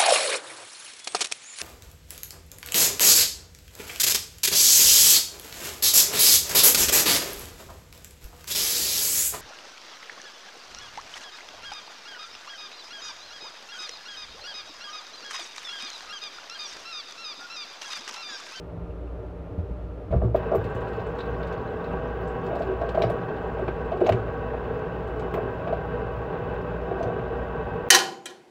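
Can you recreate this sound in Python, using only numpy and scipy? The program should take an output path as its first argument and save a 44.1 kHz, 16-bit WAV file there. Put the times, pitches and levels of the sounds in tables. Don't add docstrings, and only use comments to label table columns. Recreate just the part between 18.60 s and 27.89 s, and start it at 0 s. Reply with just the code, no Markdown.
import sys
import numpy as np
from scipy import signal
from scipy.fft import rfft, irfft
from scipy.io import wavfile
from scipy.ndimage import uniform_filter1d

SR = 44100
rng = np.random.default_rng(int(sys.argv[2]) if len(sys.argv) > 2 else 0)


def gain_from_db(level_db):
    decades = np.asarray(level_db, float) / 20
    return 10 ** decades


def file_out(sig):
    cols = np.atleast_2d(sig).T
    lim = np.clip(cols, -1, 1)
    pcm = np.round(lim * 32767).astype(np.int16)
    wavfile.write(sys.argv[1], SR, pcm)


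N = 409640

# pitch in Hz, width in Hz, relative level in dB under the stream,
# relative level in dB under a dropped handful.
BOWL_MODES = [(109.7, 6.7, -1.5, -4), (159, 50, -6.5, -10), (250.2, 21.4, -6.5, -11),
              (334.2, 23.4, -13, -6.5), (383.4, 18.4, -4, 0.5), (432.4, 27.5, -1.5, -6),
              (488.5, 21.8, 0, -2.5), (614, 122, -7.5, 3), (670.7, 66.7, -8.5, 8), (752, 27, -8, 3.5),
              (817.6, 97, -11, -7), (973, 33, -10.5, -12), (1108, 44, -10.5, -8), (1182.4, 46, -18, -6.5),
              (1268, 34, -16.5, -11.5), (1475, 94, -17.5, -21), (1515, 22.3, -11.5, -32.5),
              (1556, 26.3, -13, -22.5), (1668, 53, -20, -19.5), (1853, 53, -23, -30.5),
              (2134, 150, -32, -39.5), (2315, 120, -32.5, -23.5), (2648, 107, -27, -28.5),
              (2940, 36, -28.5, -22), (3170, 280, -39, -59), (3680, 120, -42, -30), (3870, 62, -42, -55),
              (4370, 200, -53.5, -58.5)]
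# frequency in Hz, relative level per Hz in dB.
FIZZ_SPECTRUM = [(2350, -33), (4000, -4.5), (4970, -5.5), (5970, -12.5), (7010, -13.5), (8320, -19.5),
                 (9220, -36), (12300, -17.5), (15200, -13.5), (15700, -9)]
# pitch in Hz, width in Hz, lift in dB.
RIM_RINGS = [(4250, 150, 2.5), (4700, 200, 5.5), (5200, 150, 5.5), (6300, 300, 2), (7000, 300, 5.5),
             (8400, 300, 4), (13300, 500, -1.5), (14400, 400, 3), (15600, 250, 4)]
# peak in seconds,
# seconds to gain 20 dB, seconds to lose 20 dB, relative boom level in dB, upper ring in dB against the boom.
TUMBLES = [(1.535, .02, .05, -25, -4), (1.63, .02, .09, -27, -9), (1.755, .02, .03, -26, -10),
           (1.955, .05, .04, -24, -10), (3.91, .1, .3, -30, -3), (4.09, .06, .1, -36, -4),
           (4.225, .02, .1, -39, 0), (4.43, .12, .2, -27, -3), (5.014, .06, .12, -32, -7),
           (5.325, .02, .1, -35, 0), (5.43, .07, .25, -23.5, -11), (6.6, .15, .1, -34, -8),
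           (6.76, .06, .12, -27, -5), (7.09, .08, .06, -36, 3), (8.32, .08, .07, -31, -2),
           (8.44, .08, .6, -32.5, -2)]
# time in seconds (the sound
# starts 2 ms before), peak level in dB, pitch of the blow in Hz.
STEEL_BLOWS = [(1.51, -30, 560), (1.527, -18, 470), (1.539, -20, 450), (1.619, -21, 560), (1.644, -28, 520),
               (1.748, -9, 520), (1.918, -14.5, 500), (1.934, -16, 520), (1.949, -15, 470),
               (3.929, -19.5, 516), (3.964, -21, 620), (4.008, -18.5, 624), (4.215, -17.5, 686),
               (4.234, -22, 660), (4.349, -17.5, 662), (4.377, -11, 656), (4.417, -16, 675),
               (4.438, -12.5, 640), (4.501, -20, 600), (4.995, -22, 565), (5.02, -21.5, 388),
               (5.082, -18.5, 365), (5.32, -19, 644), (5.415, -10, 402), (5.466, -15.5, 690),
               (5.483, -14, 665), (5.493, -7, 647), (5.523, -20, 380), (6.742, -21.5, 370),
               (6.776, -20, 398), (7.073, -22, 668), (7.128, -15, 654), (8.308, -26, 370),
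               (8.408, -17.5, 634)]
# start in seconds, then relative levels in dB of the slap, bright hiss and top spray.
SPATTER = [(1.5124, -64, -75, -80), (1.7587, -54, -64, -59), (1.953, -62, -58, -49), (2.041, -57, -65, -69),
           (2.1474, -67, -63, -69), (2.2064, -66, -68, -76), (2.2802, -60, -72, -78),
           (2.3314, -60, -71, -78), (2.394, -58, -77, -77), (2.4644, -70, -71, -87),
           (2.5845, -51, -65, -80), (2.6035, -49, -70, -83), (2.654, -63, -75, -74), (2.828, -53, -75, -73),
           (2.8694, -58, -67, -78), (2.9236, -56, -70, -76), (3.24, -60, -73, -77), (3.609, -71, -92, -69),
           (3.6737, -67, -67, -82), (3.8414, -73, -91, -70), (3.8638, -56, -67, -77),
           (3.9534, -54, -66, -67), (3.989, -67, -66, -87), (4.0193, -50, -66, -68),
           (4.2134, -58, -68, -77), (4.29, -48, -60, -77), (4.3477, -53, -66, -73), (4.3754, -62, -77, -74),
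           (4.39, -62, -70, -68), (4.4194, -38, -53, -61), (4.4344, -48, -60, -63), (4.4982, -57, -61, -63),
           (4.7627, -59, -76, -78), (5.0793, -55, -73, -77), (5.3188, -57, -73, -81), (5.37, -63, -72, -79),
           (5.4031, -64, -68, -76), (5.4454, -54, -70, -65), (5.464, -42, -54, -62),
           (5.4916, -37, -51, -49), (5.522, -45, -53, -75), (6.4727, -66, -70, -77),
           (6.5946, -57, -62, -79), (6.7392, -52, -59, -55), (7.0728, -57, -76, -85),
           (7.1267, -58, -76, -78), (8.393, -60, -72, -81), (8.427, -49, -61, -77)]
# start in seconds, level in dB, starting pitch in Hz,
# seconds to fade by 60 dB.
BUBBLES = [(.305, -53, 2640, .05), (.475, -54, 2700, .04), (2.466, -62, 7600, 0.053),
           (2.589, -41, 3600, .05), (2.602, -36.5, 3830, 0.065), (2.83, -46, 3550, .06),
           (2.925, -59, 6300, 0.071), (3.243, -49, 4000, 0.051), (3.325, -67, 7800, 0.038),
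           (3.675, -62, 7600, .15), (4.42, -27.5, 3820, 0.037), (4.423, -40, 5200, .06),
           (4.44, -51, 4700, .14), (4.499, -55, 9800, 0.064), (5.458, -42, 3800, .05),
           (5.466, -40, 6300, .04), (5.472, -46, 5300, .04), (8.31, -52, 3820, 0.045),
           (8.428, -46, 5900, 0.05)]
# time in seconds, average drips per second.
DRIP_RATE = [(1.9, 0), (2.0, 150), (3.0, 130), (3.4, 45), (5.3, 60), (5.7, 4), (9.29, 7)]
# start in seconds, peak level in dB, pitch of the swing in Hz,
# seconds for the swing to fade by 60 dB.
COUNTER_BUMPS = [(0.979, -18.5, 84, 0.2), (1.104, -26, 54.9, 0.09), (1.505, -18.5, 64, 0.2),
                 (1.536, -17.5, 121, 0.2), (1.557, -10.5, 68.6, 0.23), (1.619, -16, 63.5, 0.41),
                 (1.645, -14.5, 114.7, 0.31), (1.98, -21, 104, 0.15), (2.05, -20, 105.5, 0.12),
                 (2.15, -21.5, 115.5, 0.23), (4.448, -19.5, 118, 0.25), (5.507, -17.5, 102.3, 0.34),
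                 (5.544, -16, 114.6, 0.16), (8.457, -23, 115, 0.2)]
# frequency in Hz, relative level per Hz in dB.
ROOM_SPECTRUM = [(18, -41), (30, -15), (43, -11.5), (65, -5.5), (87, -7), (118, -11.5), (135, -30.5),
                 (167, -11), (206, -25), (275, -20), (340, -21.5), (437, -18.5), (520, -19.5), (1240, -34),
                 (3000, -51), (3900, -94), (6600, -120)]
# pitch in Hz, width in Hz, lift in dB.
STANDING_WAVES = [(81, 10, -3.5), (119.5, 24, 4.5), (168.1, 9, 8), (296.6, 30, 7.5), (385, 29, 8.5),
                  (465, 12, 11.5), (599, 34, 9), (1220, 25, 7), (1370, 50, 8)]
# pitch in Hz, rms level in dB, lead in turns.
FRIDGE_TONES = [(59.24, -40.5, 0), (57.93, -44, 0), (58.58, -52, .25), (118.5, -52, 0), (177.74, -55, 0)]
# frequency in Hz, relative level per Hz in dB.
HISS_SPECTRUM = [(1470, -33), (2500, -2), (3030, -5), (3390, -4.5), (4970, -14), (5280, -14.5), (9290, -25),
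                 (11200, -22), (15500, -30)]

OPEN_S = 1.74
DEEP_HZ = 400


def evened(x):
    return x / np.sqrt(np.mean(x ** 2) + 1e-20)


def add(mix, s, sound):
    part = mix[round(s * SR):][:len(sound)]
    part += sound[:len(part)]


def fading(t, t60):
    return gain_from_db(-60 * t / t60)


def coloured(x, points, lifts=()):
    hz = np.fft.rfftfreq(len(x), 1 / SR)
    f, db = np.transpose(points)
    shape_db = np.interp(np.log(hz + 1), np.log(f + 1), db)
    for centre_hz, width, lift_db in lifts:
        shape_db = shape_db + lift_db / (1 + (2 * (hz - centre_hz) / width) ** 2)
    return irfft(rfft(x) * gain_from_db(shape_db), len(x))


def ring(column, low=0, high=99999):
    t = np.arange(8192) / SR
    answer = np.zeros(len(t))
    for k, mode in enumerate(BOWL_MODES):
        hz, width = mode[:2]
        if low <= hz < high:
            strength = (-1) ** k * gain_from_db(mode[column]) * width
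            answer += strength * np.exp(-np.pi * width * t) * np.sin(2 * np.pi * hz * t)
    return answer


def droplets(per_s, spread_db):
    size = gain_from_db(spread_db * np.minimum(rng.exponential(1, N), 5)) * rng.standard_normal(N)
    return evened(size * (rng.random(N) < per_s / SR))


def flicker(seconds):
    width = max(round(seconds * SR), 2)
    smoothed = uniform_filter1d(rng.standard_normal(N), width)
    return evened(uniform_filter1d(smoothed, width))


def stream():
    surge_db, settle_s = 2, .08
    drum_db, fizz_db = -33, -72.5
    since = np.maximum(np.arange(N) / SR - OPEN_S, 0)
    flow = np.minimum(since / 0.039, 1) * gain_from_db(surge_db * np.exp(-since / settle_s))
    drive = droplets(6000, 1.7) * gain_from_db(0.5 * flicker(0.054))
    drum = signal.oaconvolve(drive * flow, ring(2))[:N]
    spray = droplets(6000, 2.4) * gain_from_db(1.3 * flicker(.012))
    fizz = coloured(spray * flow, FIZZ_SPECTRUM, RIM_RINGS)
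    return gain_from_db(drum_db) * evened(drum) + gain_from_db(fizz_db) * evened(fizz)


def tumble():
    t = np.arange(N) / SR
    boom, upper = np.zeros((2, N))
    for s, rise_s, fall_s, boom_db, upper_db in TUMBLES:
        swell = gain_from_db(boom_db - 20 * np.maximum((s - t) / rise_s, (t - s) / fall_s))
        boom += swell
        upper += gain_from_db(upper_db) * swell
    bright = gain_from_db(np.where(t > OPEN_S, -19, -34)) * upper
    soft = np.hanning(12)
    lumps = signal.oaconvolve(droplets(2500, 1.2), soft / soft.sum(), "same")
    out = np.zeros(N)
    for level, answer in (boom, ring(3, 200, 520)), (upper, ring(3, 520, 1400)), (bright, ring(3, 1400)):
        out += signal.oaconvolve(lumps * level, answer / np.linalg.norm(answer))[:N]
    return out


def blows():
    hardness = .05
    lever_until_s = 2.
    thud_lever, thud_deep, thud_high = .22, .4, .13
    wet_t60_s = .22
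    out = np.zeros(N)
    answer = ring(3, 200) * fading(np.arange(8192) / SR, wet_t60_s)
    band = signal.butter(4, [350, 1300], "band", fs=SR)
    dull = evened(signal.lfilter(*band, rng.standard_normal((len(STEEL_BLOWS), 4000))))
    after = np.arange(4000) / SR
    for (s, db, hz), noise in zip(STEEL_BLOWS, dull):
        t = np.arange(round(6 * SR / hz)) / SR
        swell = np.e * (t * hz / 0.75) * np.exp(-t * hz / 0.52)
        push = swell * np.sin(2 * np.pi * hz * t)
        crack = hardness * (t < 1 / SR)
        sound = signal.fftconvolve(push / np.abs(push).sum() + crack, answer)
        sound /= np.abs(sound).max()
        add(sound, 0, 0.9 * push)
        thud = noise * np.minimum(after / 0.0023, 1) * fading(after, 0.07)
        if s < lever_until_s:
            share = thud_lever
        else:
            share = thud_deep if hz < DEEP_HZ else thud_high
        add(sound, 0, share * thud)
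        add(out, s - .002, gain_from_db(db) * sound / np.abs(sound).max())
    return out


def splats():
    alone_db, high_db, deep_db = 2, 10, 14
    longest_t60_s, halving_db = .13, 15
    out, t = np.zeros(N), np.arange(6000) / SR
    hz = np.fft.rfftfreq(len(t), 1 / SR)
    bands = []
    for centre_hz, width in (2200, 870), (3700, 1400), (7000, 2440), (14400, 2100):
        band = np.exp(-((hz - centre_hz) / width) ** 2)
        bands.append(evened(band))
    smack, slap, hiss, top = bands
    noises = rng.standard_normal((len(SPATTER), len(t)))
    for (s, slap_db, hiss_db, top_db), noise in zip(SPATTER, noises):
        with_hz = [blow_hz for blow_s, _, blow_hz in STEEL_BLOWS if abs(s - blow_s) < .008]
        if not with_hz:
            extra_db = alone_db
        else:
            extra_db = deep_db if with_hz[0] < DEEP_HZ else high_db
        loudest_db = max(slap_db, hiss_db, top_db, -60)
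        t60 = longest_t60_s * .5 ** ((loudest_db + 60) / halving_db)
        burst = noise * (fading(t, t60) + np.exp(-t / 0.0005)) * np.minimum(t / 0.0015, 1)
        colour = gain_from_db(slap_db + extra_db) * smack + gain_from_db(slap_db) * slap
        colour += gain_from_db(hiss_db) * hiss + gain_from_db(top_db) * top
        fade_out = np.cos(np.pi / 2 * t / t[-1])
        add(out, s, irfft(rfft(burst) * colour) * fade_out)
    return out


def bubble(hz, t60, wobble):
    t = np.arange(len(wobble)) / SR
    pitch = hz * (1 + 0.49 * t + 0.058 * evened(uniform_filter1d(wobble, 60)))
    turns = np.cumsum(pitch) / SR
    return np.sin(2 * np.pi * turns) * fading(t, max(t60, .01)) * np.minimum(t / 0.003, 1)


def pings():
    out = np.zeros(N)
    for (s, db, hz, t60), wobble in zip(BUBBLES, rng.standard_normal((len(BUBBLES), 6000))):
        add(out, s, gain_from_db(db) * bubble(hz, t60, wobble))
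    return out


def trickle():
    s, per_s = np.transpose(DRIP_RATE)
    chance = np.interp(np.arange(N) / SR, s, per_s) / SR
    size = gain_from_db(2.7 * np.minimum(rng.exponential(1, N), 3)) * (rng.random(N) < chance)
    kind, out = rng.integers(0, 16, N), np.zeros(N)
    for k, hz in enumerate(np.geomspace(3300, 9000, 16)):
        drip = bubble(hz, 0.054, rng.standard_normal(2000)) * (4000 / hz) ** 2.2
        out += signal.oaconvolve(size * (kind == k), drip)[:N]
    return gain_from_db(-63.5) * out


def kitchen(x):
    t = np.arange(SR // 2) / SR
    taps = rng.choice([-1., 1.], len(t)) * (rng.random(len(t)) < 2000 / SR)
    tail = taps * (t > .004) * fading(t, 0.39)
    return signal.oaconvolve(x, tail / np.linalg.norm(tail))[:N]


def bumps():
    out, t = np.zeros(N), np.arange(SR // 2) / SR
    dull = signal.butter(2, 500, fs=SR)
    noises = rng.standard_normal((len(COUNTER_BUMPS), len(t)))
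    for (s, db, hz, t60), noise in zip(COUNTER_BUMPS, noises):
        swing = np.sin(2 * np.pi * hz * t) * fading(t, max(t60, .03))
        panel = 0.55 * np.sin(2 * np.pi * 170 * t) * fading(t, 0.099)
        thud = 0.067 * evened(signal.lfilter(*dull, noise)) * fading(t, 0.15)
        sound = (swing + panel + thud) * (1 - np.exp(-t * hz / 0.22))
        add(out, s, gain_from_db(db) * sound / np.abs(sound).max())
    return out


def fridge():
    in_step_s = 3.54
    t = np.arange(N) / SR - in_step_s
    hum = np.zeros(N)
    for hz, db, lead in FRIDGE_TONES:
        hum += np.sqrt(2) * gain_from_db(db) * np.cos(2 * np.pi * (hz * t + lead))
    return hum


def room():
    noise = rng.standard_normal(N) * gain_from_db(0.44 * flicker(0.15))
    air = coloured(noise, ROOM_SPECTRUM, STANDING_WAVES)
    return gain_from_db(-37.5) * evened(air)


def scene():
    hits = blows() + splats() + pings() + trickle() + tumble()
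    water = stream()
    echo = kitchen(gain_from_db(-13) * hits + gain_from_db(-9) * water)
    return (hits + water + echo + bumps() + room() + fridge())[None]


def band_limit(x):
    return signal.sosfilt(signal.butter(12, 16450, fs=SR, output="sos"), x)


def record(dry):
    hiss = evened(coloured(rng.standard_normal(N), HISS_SPECTRUM))
    hissing = dry + gain_from_db(-70) * hiss
    thin = signal.sosfilt(signal.butter(2, 30, "high", fs=SR, output="sos"), hissing)
    low_pass = signal.firwin(1023, 15830, window=("kaiser", 9), fs=SR)
    finished = signal.oaconvolve(thin, low_pass[None], "same")
    return band_limit(finished)


dry = scene()
out = record(dry)
file_out(out)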